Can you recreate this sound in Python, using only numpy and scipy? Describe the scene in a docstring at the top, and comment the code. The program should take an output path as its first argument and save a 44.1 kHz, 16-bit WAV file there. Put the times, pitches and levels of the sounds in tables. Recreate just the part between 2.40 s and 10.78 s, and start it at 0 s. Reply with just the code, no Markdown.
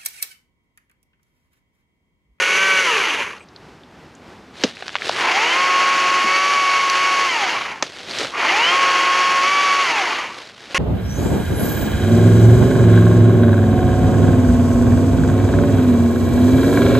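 """Battery chainsaw in woodland

A small saw spins up, runs and coasts down in short bursts among fallen branches.
Noise struck link by link excites bar and housing; sprocket mesh and motor shaft add harmonic lines.
Wood snaps, and the saw's stop clicks and chain jerk, are short filtered noise bursts.
Dry leaves rustle as trains of tiny crackles.
The faint air of open woodland, a wavering coloured noise, lies beneath them all."""
import sys
import numpy as np
from scipy import signal
from scipy.fft import rfft, irfft, next_fast_len
from scipy.io import wavfile
from scipy.ndimage import uniform_filter1d, minimum_filter1d, map_coordinates

SR = 44100
rng = np.random.default_rng(int(sys.argv[2]) if len(sys.argv) > 2 else 0)


def unload_audio(sound):
    """Save the sound as a 16-bit wav file, at the path given as the first command line argument."""
    columns = np.transpose(np.atleast_2d(sound))
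    # keep every value between -1 and 1, then stretch to whole-number steps
    steps = np.round(np.clip(columns, -1, 1) * 32767)
    wavfile.write(sys.argv[1], SR, steps.astype(np.int16))


N = 369558
TIME = np.arange(N) / SR  # s
TOP_HZ = 14600  # upper edge of the whole sound

# Spectrum of the distant air among the trees: [f/Hz, level/dB]
AIR_SPECTRUM = [(15, -41), (25, -29.5), (59, -9), (128, -7.5), (176, -5), (262, -4.5), (334, -5.5),
                (634, -12.5), (873, -10.5), (946, -13), (1490, -15.5), (5230, -28.5), (6830, -34.5),
                (14800, -52)]
# Mean level of that air, about which it wavers: [t/s, level/dB]
AIR_LEVEL = [(0, -48.5), (1.1, -45.5), (1.5, -46.5), (2.0, -42.5), (2.4, -47.5), (5.5, -46.5),
             (8.38, -49.5)]
# Spectrum of brushed dry leaves: [f/Hz, level/dB]
LEAF_SPECTRUM = [(59, -45), (100, -7), (273, -5.5), (336, 3), (810, 1), (880, -3.5), (1550, 1), (4050, 0),
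                 (6690, -11.5), (11100, -26), (14800, -48)]
# Pushes of dry leaves and twigs: [t/s of the height, level/dB, rise t/s, fall t/s]
RUSTLES = [(2.25, -31, 0.05, 0.045), (2.45, -38.5, 0.11, 0.27), (2.67, -26.5, 0.041, 0.082),
           (2.815, -25.5, 0.054, 0.021), (5.437, -36.5, .008, 0.051), (5.58, -36, 0.058, .1),
           (5.79, -24.5, 0.074, .08), (8.0, -37, 0.11, 0.084), (8.23, -40, .06, .04),
           (8.32, -35.5, 0.032, 0.038)]
# Snaps and knocks of wood, clicks of the stopping saw and a jerk of its chain, peak before a common
# treble cut: [t/s, peak level/dB, centre f/Hz, spread of the band as a ratio, t60 t/s]
SNAPS_AND_CLICKS = [(.981, -36.5, 4500, 1.1, .03), (1.006, -34, 2370, 0.9, .04),
                    (1.087, -36, 4600, 1.25, .02), (1.751, -31, 7600, 1.18, 0.022),
                    (1.162, -27, 4100, 1.15, 0.019), (1.435, -37, 3480, 1.16, .026),
                    (2.2368, 2.5, 3150, 1.9, 0.038), (2.2382, -6.5, 293, 1.68, 0.072),
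                    (2.37, -21, 1880, 1.37, .012), (2.4242, -13.5, 1080, 2.4, .024),
                    (2.481, -8.5, 2280, 2.6, 0.011), (2.493, -14, 1790, 1.6, .01),
                    (2.544, -18, 2000, 1.6, .008), (2.5544, -2.5, 1310, 2.1, 0.027),
                    (2.565, -8, 2380, 1.56, .012), (2.5855, -18, 2200, 1.6, .012),
                    (2.6205, -9.5, 1950, 1.33, 0.024), (2.693, -3, 3420, 1.55, 0.013),
                    (2.695, -4, 776, 1.4, 0.0071), (3.844, -20, 316, 1.5, .13),
                    (4.4993, 7, 4830, 2.2, 0.0086), (5.4251, .5, 5530, 1.45, 0.015),
                    (5.425, -0.5, 890, 2.5, 0.031), (5.593, -19, 2500, 1.9, .018),
                    (5.711, -17, 4330, 1.08, .022), (5.7865, -5.5, 4020, 2.1, .04),
                    (5.8135, -14.5, 497, 1.47, .04), (5.848, -15, 590, 1.9, 0.027),
                    (5.955, -20, 1300, 1.2, .03)]
# Singing of the motor drive while it holds the rotor at a start or stop: [from t/s, to t/s, level/dB]
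DRIVE_TONES = [(0.99, 1.046, -61), (2.65, 2.735, -64), (5.91, 5.95, -59)]

# Spectrum of bar and housing from the saw's right side: [f/Hz, level/dB]
RIGHT_SIDE = [(80, -45), (200, -22.5), (450, -2), (690, -16.5), (950, -6), (1700, 1), (2400, 5), (3000, -4),
              (3600, -11), (5400, -15.5), (6100, -11.5), (8400, -26), (10500, -21.5), (14500, -48)]
# The same from its left side: [f/Hz, level/dB]
LEFT_SIDE = [(80, -33), (200, -13.5), (350, -0.5), (650, -3.5), (950, -1), (1600, 1.5), (2300, 6),
             (2900, -4.5), (3600, -12), (4600, -13), (6700, -17.5), (8400, -31), (10300, -28.5),
             (14500, -51.5)]
# Resonances of the steel bar and chain: [f/Hz, width f/Hz, level/dB over the broad spectrum]
BAR_MODES = [(980, 26, -7), (1140, 720, 1.5), (1300, 16, -20), (2450, 36, -45), (2804, 104, -0.5),
             (4540, 260, -7), (6330, 870, -11)]
# Lines of motor and sprocket, amplitude against the rms link clatter, ahead of the body's resonances:
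# [multiple of shaft speed, level/dB on the right side, level/dB on the left side]
SHAFT_ORDERS = [(1, -12, -18), (2, -27, -22), (3, -13, -20), (4, -25, -21), (5, -23, -24), (7, -21, -18),
                (8, -9.5, -18), (9, -22, -23), (10, -19, -20), (11, -25, -23), (13, -28, -28),
                (14, -25, -18), (15, -28, -25), (16, -24, -21), (24, -25, -17), (30, -21, -14.5),
                (32, -15, -29), (34, -26, -20), (36, -28, -25)]
# Radiation of a sprocket tone as it glides through the resonances:
# [f/Hz, level/dB on the right side, level/dB on the left side]
WHINE_RADIATION = [(585, -47, -44), (805, -32, -19), (815, -42, -26), (930, -28, -20.5), (997, -21, -34),
                   (1086, -37, -19), (1137, -28, -19), (1220, -31, -34), (1790, -34, -29.5),
                   (2080, -29, -22), (2193, -23, -30), (2213, -18.5, -23), (2380, -22, -25),
                   (3130, -28.5, -24.5), (3284, -45, -39.5)]
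# Flutter of the whine and its 2nd and 3rd harmonic: [spread of level/dB] for each
WHINE_FLUTTER_DB = (1.0, 2.0, 2.8)
# Swell of the same three tones as the saw is turned in the hands: [spread of level/dB] for each
WHINE_SWELL_DB = (.4, 1.2, 1.2)
# A coasting sprocket bites less hard: [change of level/dB] of the same three tones
COASTING_DB = [-2.5, 1, -4]

# Shaft speed that the motor holds at full throttle: [t/s, turns per second f/Hz]
FULL_SPEED = [(0, 182.3), (.13, 185.8), (.2, 192), (.27, 192.1), (.42, 187), (3.25, 182), (3.5, 183.3),
              (3.8, 182.3), (4.06, 189.4), (4.3, 185), (4.55, 182.5), (4.64, 185.2), (4.86, 183.8),
              (6.42, 183), (6.6, 181.3), (6.8, 182.7), (7.02, 181.8), (7.1, 190.3), (7.2, 190), (7.43, 185),
              (8.345, 180)]
# Pulls of the trigger; with next to no spin-up the saw is already at speed when first heard:
# [start t/s, spin-up t/s, release t/s, side of the saw that faces us]
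PULLS = [(0, .001, .418, "right"), (2.67, .575, 4.862, "left"), (5.87, .53, 7.428, "left"),
         (8.345, .001, 8.5, "right")]
# Strength of each pull, ahead of the laws of speed:
# [chain rattle level/dB, extra rattle at the start level/dB, hiss level/dB, knee speed while pulled f/Hz,
#  whine level/dB, its 2nd harmonic level/dB, its 3rd harmonic level/dB]
STRENGTHS = [(-18.5, 0, -28.5, 49, 1, -1.5, 4.5), (-21.5, 2.5, -28.5, 71, -0.46, -1.5, -2),
             (-21, 2, -28.5, 66, 0.3, -2, 1.5), (-19, 1, -27, 71, 11.5, -13, -2)]

# Unsteadiness of shaft speed (share), what slackness adds to it, and the speed at which the chain is taut
WOBBLE, SLACK_WOBBLE, TAUT_HZ = .0006, .005, 176
# After release, friction stops the chain in this time, braking a little less as it slows (power)
COAST_S, COAST_POWER = .705, 1.2
# Below a knee speed the chain grows quiet as a power of speed
COASTING_KNEE_HZ, COASTING_POWER, PULLED_POWER = 99.4, 2.15, 3.05
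SETTLE_S = 1.09  # time in which the extra rattle of a start settles
SEATED_HZ = 96.4  # shaft speed above which the links seat evenly enough to sing
# Low clatter against the rattle, and what a fully slack chain adds to it
LOW_DB, SLACK_LOW_DB = -12, 0.5
# The whipping slack chain bends the pitch of its rings: swing of their timing, turns a second
WHIP_S, WHIP_RATE = .0016, 17
# A slack chain rattles in fits: spread of the flutter, turns a second
SLACK_SHAKE_DB, SLACK_SHAKE_RATE = 1.1, 75


def undb(db):
    """The decibel is a logarithmic ratio; this inverts it to an amplitude gain."""
    return 10 ** (np.asarray(db) / 20)


def unit(x, where=slice(None)):
    """Normalisation to unit rms, measured throughout or only where the source sounds."""
    return x / np.sqrt(np.mean(x[where] ** 2))


def walk(rate):
    """Smooth random fluctuation with about `rate` turns a second and unit rms."""
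    knots = rng.standard_normal(4096)
    coarse_time = TIME[::16]
    curve = map_coordinates(knots, [coarse_time * rate], order=2, mode="wrap")
    return unit(np.interp(TIME, coarse_time, curve))


def band(x, lo_hz, hi_hz):
    """Causal band-pass, so that no response precedes its excitation."""
    sos = signal.butter(2, [lo_hz, min(hi_hz, .45 * SR)], "band", fs=SR, output="sos")
    return signal.sosfilt(sos, x)


def colour(x, points, modes=()):
    """Linear filtering by a spectral outline, multiplied by one plus its damped resonances."""
    size = next_fast_len(N + 4096)
    hz = np.arange(size // 2 + 1) * SR / size + 1e-3  # above zero for the logarithm
    at_hz, db = np.transpose(points)
    outline = undb(np.interp(np.log(hz), np.log(at_hz), db))
    rings = 1 + sum(undb(mode_db) / (1 + 1j * (hz - mode_hz) * 2 / width_hz)
                    for mode_hz, width_hz, mode_db in modes)
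    return irfft(rfft(x, size) * rings * outline, size)[:N]


def sounding(times, fade=0.00067):
    """Linear gate: 1 between the first and last time, 0 outside, with fades (s) inside both ends."""
    return np.clip((TIME - times[0]) / fade, 0, 1) * np.clip((times[-1] - TIME) / fade, 0, 1)


def air(waver_db=1.5):
    """Broadband turbulence: distant wind is a low wash of noise whose level gently wavers."""
    wash = unit(colour(rng.standard_normal(N), AIR_SPECTRUM))
    level_db = np.interp(TIME, *np.transpose(AIR_LEVEL))
    return wash * undb(level_db + waver_db * walk(11))


def leaves(crackles=1100, scatter_db=2.2, crackle_db=-4):
    """Superposed impulses: tiny crackles of unequal size stud a soft brushing that swells and dies."""
    sizes = undb(scatter_db * np.minimum(rng.exponential(size=N), 4))
    hits = (rng.random(N) < crackles / SR) * sizes  # crackles a second
    decay = np.exp(-1 / (0.00094 * SR))  # time constant 0.94 ms
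    grains = signal.lfilter([1], [1, -decay], hits) * rng.standard_normal(N)
    brushing = .5 * rng.standard_normal(N)
    rustle = unit(colour(undb(crackle_db) * unit(grains) + brushing, LEAF_SPECTRUM))
    power = sum(undb(db) ** 2 * np.exp(-((TIME - s) / np.where(TIME < s, rise, fall)) ** 2)
                for s, db, rise, fall in RUSTLES)
    return rustle * np.sqrt(power)


def snaps_and_clicks(tail_db=-24, tail_t60=0.21, crack=2.75):
    """Impulsive excitation: snap, knock, click or jerk is a crack, a brief noise burst and a faint tail."""
    out, t = np.zeros(N + SR), TIME[:SR // 4]
    for s, db, hz, spread, t60 in SNAPS_AND_CLICKS:
        burst_noise, tail_noise = rng.standard_normal((2, len(t)))
        burst = burst_noise * np.exp(-np.log(1000) * t / t60)
        tail = undb(tail_db) * tail_noise * np.exp(-np.log(1000) * t / tail_t60)
        push = burst + tail
        push[:4] += crack
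        ratio = max(spread, 1.05)
        snap = band(push, hz / ratio, hz * ratio)
        start = int(s * SR)
        out[start:start + len(t)] += undb(db) * snap / np.abs(snap).max()
    return colour(out[:N], [(6500, -1.0), (8500, -18), (11000, -13), (15000, -36)])


def drive(switching_hz=8080):
    """Electronic switching: the brushless motor's drive emits a thin sine tone at a fixed frequency."""
    gate = sum(undb(db) * sounding((start, stop), fade=.008) for start, stop, db in DRIVE_TONES)
    return gate * np.sqrt(2) * np.sin(2 * np.pi * switching_hz * TIME)


def throttle(start, spin_up, release, rattle_db, surge_db, hiss_db, knee_hz, *whine_db):
    """Speed governs loudness: one pull gives shaft speed (Hz) and gains of rattle, hiss and three tones."""
    since, pulled = np.maximum(TIME - start, 0), TIME < release
    rise = np.sin(np.pi / 2 * np.minimum(since / spin_up, 1))
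    coast = np.clip(1 - (TIME - release) / COAST_S, 0, 1) ** COAST_POWER
    full_hz = np.interp(np.minimum(TIME, release), *np.transpose(FULL_SPEED))
    hz = full_hz * rise * coast
    pulled_vigour = (hz / knee_hz) ** PULLED_POWER
    coasting_vigour = (hz / COASTING_KNEE_HZ) ** COASTING_POWER
    vigour = np.where(pulled, pulled_vigour, coasting_vigour)
    loudness = vigour / np.hypot(1, vigour)  # saturates above the knee
    surge = surge_db * np.exp(-(since / SETTLE_S) ** 4)
    seated = (hz / SEATED_HZ) ** 8
    singing = seated / (1 + seated)
    tones = [singing * np.where(pulled, undb(db), undb(db + change))
             for db, change in zip(whine_db, COASTING_DB)]
    return np.array([hz, loudness * undb(rattle_db + surge), loudness * undb(hiss_db), *tones])


def link_clatter(turns, running, scatter_db=1.5, ring=0.85, scrape=0.7, repeat=0.57, count=44):
    """Periodic impact: links strike with unequal force; the loop's uneven cutters scrape alike each lap."""
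    links = 6 * turns  # six sprocket teeth
    force = undb(scatter_db * rng.standard_normal(16384))[links.astype(int) % 16384]
    strikes = force * np.exp(-(links % 1) / ring)
    lap_pattern = rng.standard_normal(count * 20)  # 20 points on each link of the loop
    cutters = map_coordinates(lap_pattern, [links * 20], order=3, mode="grid-wrap")
    return unit((rng.standard_normal(N) + repeat * cutters) * (scrape + strikes), running)


def shaft_lines(angle, hz, side, flutter_db=2.0):
    """Harmonics of rotation: they flutter in three groups, and the higher weaken more below full speed."""
    flutter = [undb(flutter_db * walk(25)) for _ in range(3)]
    reach = np.minimum(hz / 180, 1) ** .08
    lines = 0
    for i, (order, *db) in enumerate(SHAFT_ORDERS):
        tone = np.sin(order * angle + rng.uniform(0, 2 * np.pi))
        lines = lines + undb(db[side]) * flutter[i % 3] * reach ** order * tone
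    return lines


def sprocket(angle, hz, slack, side, gains):
    """Tooth-mesh tones: six teeth whine; loose links mesh early or late, fraying upper harmonics most."""
    mesh, mesh_hz = 6 * angle, 6 * hz
    seating = .25 * np.minimum(2 * np.sqrt(slack), 1) * walk(220)  # phase error, rad
    at_hz, *radiated_db = np.transpose(WHINE_RADIATION)
    whine = 0
    for k, (gain, flutter_db, swell_db) in enumerate(zip(gains, WHINE_FLUTTER_DB, WHINE_SWELL_DB), 1):
        db = np.interp(k * mesh_hz, at_hz, radiated_db[side])
        db = db + flutter_db * walk(60) + swell_db * walk(7)
        whine = whine + gain * undb(db) * np.sin(k * (mesh + seating))
    return np.sqrt(2) * whine


def saw(facing, housing, shake_db=0.67, slap_db=5.5, body_db=0.0, whip_db=-1.5):
    """Forced resonance: clatter and shaft lines ring the housing, while the sprocket sings over them."""
    side = ["right", "left"].index(facing)
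    pulls = [throttle(*timing, *strength)
             for (*timing, seen), strength in zip(PULLS, STRENGTHS) if seen == facing]
    hz, rattle_gain, hiss_gain, *whine_gains = sum(pulls)
    running = hz > 0
    # a slow chain hangs slack: it runs unevenly and slaps the bar's low rings
    slack = 1 - np.clip(hz / TAUT_HZ, 0, 1) ** 2
    unsteadiness = (WOBBLE + SLACK_WOBBLE * np.sqrt(slack)) * walk(110)
    turns = np.cumsum(hz * (1 + unsteadiness)) / SR
    angle = 2 * np.pi * turns

    excitation = link_clatter(turns, running) + shaft_lines(angle, hz, side)
    body = colour(running * excitation, housing, BAR_MODES)
    low = unit(colour(body, [(600, -1.5), (700, -1), (850, -7.5), (2000, -68)]), running)
    middle_outline = [(300, -21), (600, -12), (780, -3), (3200, 3.5), (4000, -15), (7000, -71)]
    middle = unit(colour(body, middle_outline), running)
    hiss = unit(colour(body, [(1500, -85), (3100, -4), (3900, 1)]), running)

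    rings = colour(middle, [(700, -53), (910, 12), (1010, 3), (1120, 9.5), (1500, -58)]) / 2
    whipped_rings = np.interp(TIME + WHIP_S * walk(WHIP_RATE), TIME, rings)
    slap = slack * undb(slap_db + whip_db * walk(34)) * whipped_rings
    rattle = undb(body_db) * middle + slap + undb(LOW_DB + SLACK_LOW_DB * slack) * low
    shake = undb(shake_db * walk(35) + SLACK_SHAKE_DB * slack * walk(SLACK_SHAKE_RATE))
    clatter = (rattle_gain * rattle + hiss_gain * hiss) * shake
    return clatter + sprocket(angle, hz, slack, side, whine_gains)


def scene():
    """Superposition: all arrives from straight ahead, nearly mono; a faint delayed, filtered copy differs
    between the channels."""
    mid = air() + leaves() + snaps_and_clicks() + drive() + saw("right", RIGHT_SIDE) + saw("left", LEFT_SIDE)
    delayed = np.concatenate([np.zeros(SR // 100), mid])[:N]  # 10 ms later
    side = colour(delayed, [(120, -22.5), (500, -35), (1000, -56.5), (2000, -68), (4000, -33.5),
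                            (8000, -27.5), (12000, -5.5)])
    return np.array([mid + side, mid - side])


def record(dry):
    """Peak limiting: a fast common gain holds down the sharpest peaks, and a low-pass cuts the top."""
    allowed = np.minimum(1, .78 / (np.abs(dry).max(axis=0) + 1e-9))
    gain = uniform_filter1d(minimum_filter1d(allowed, size=32), size=32)
    low_pass = signal.ellip(8, .2, 70, TOP_HZ, fs=SR, output="sos")
    return signal.sosfilt(low_pass, dry * gain)


dry = scene()
out = record(dry)
unload_audio(out)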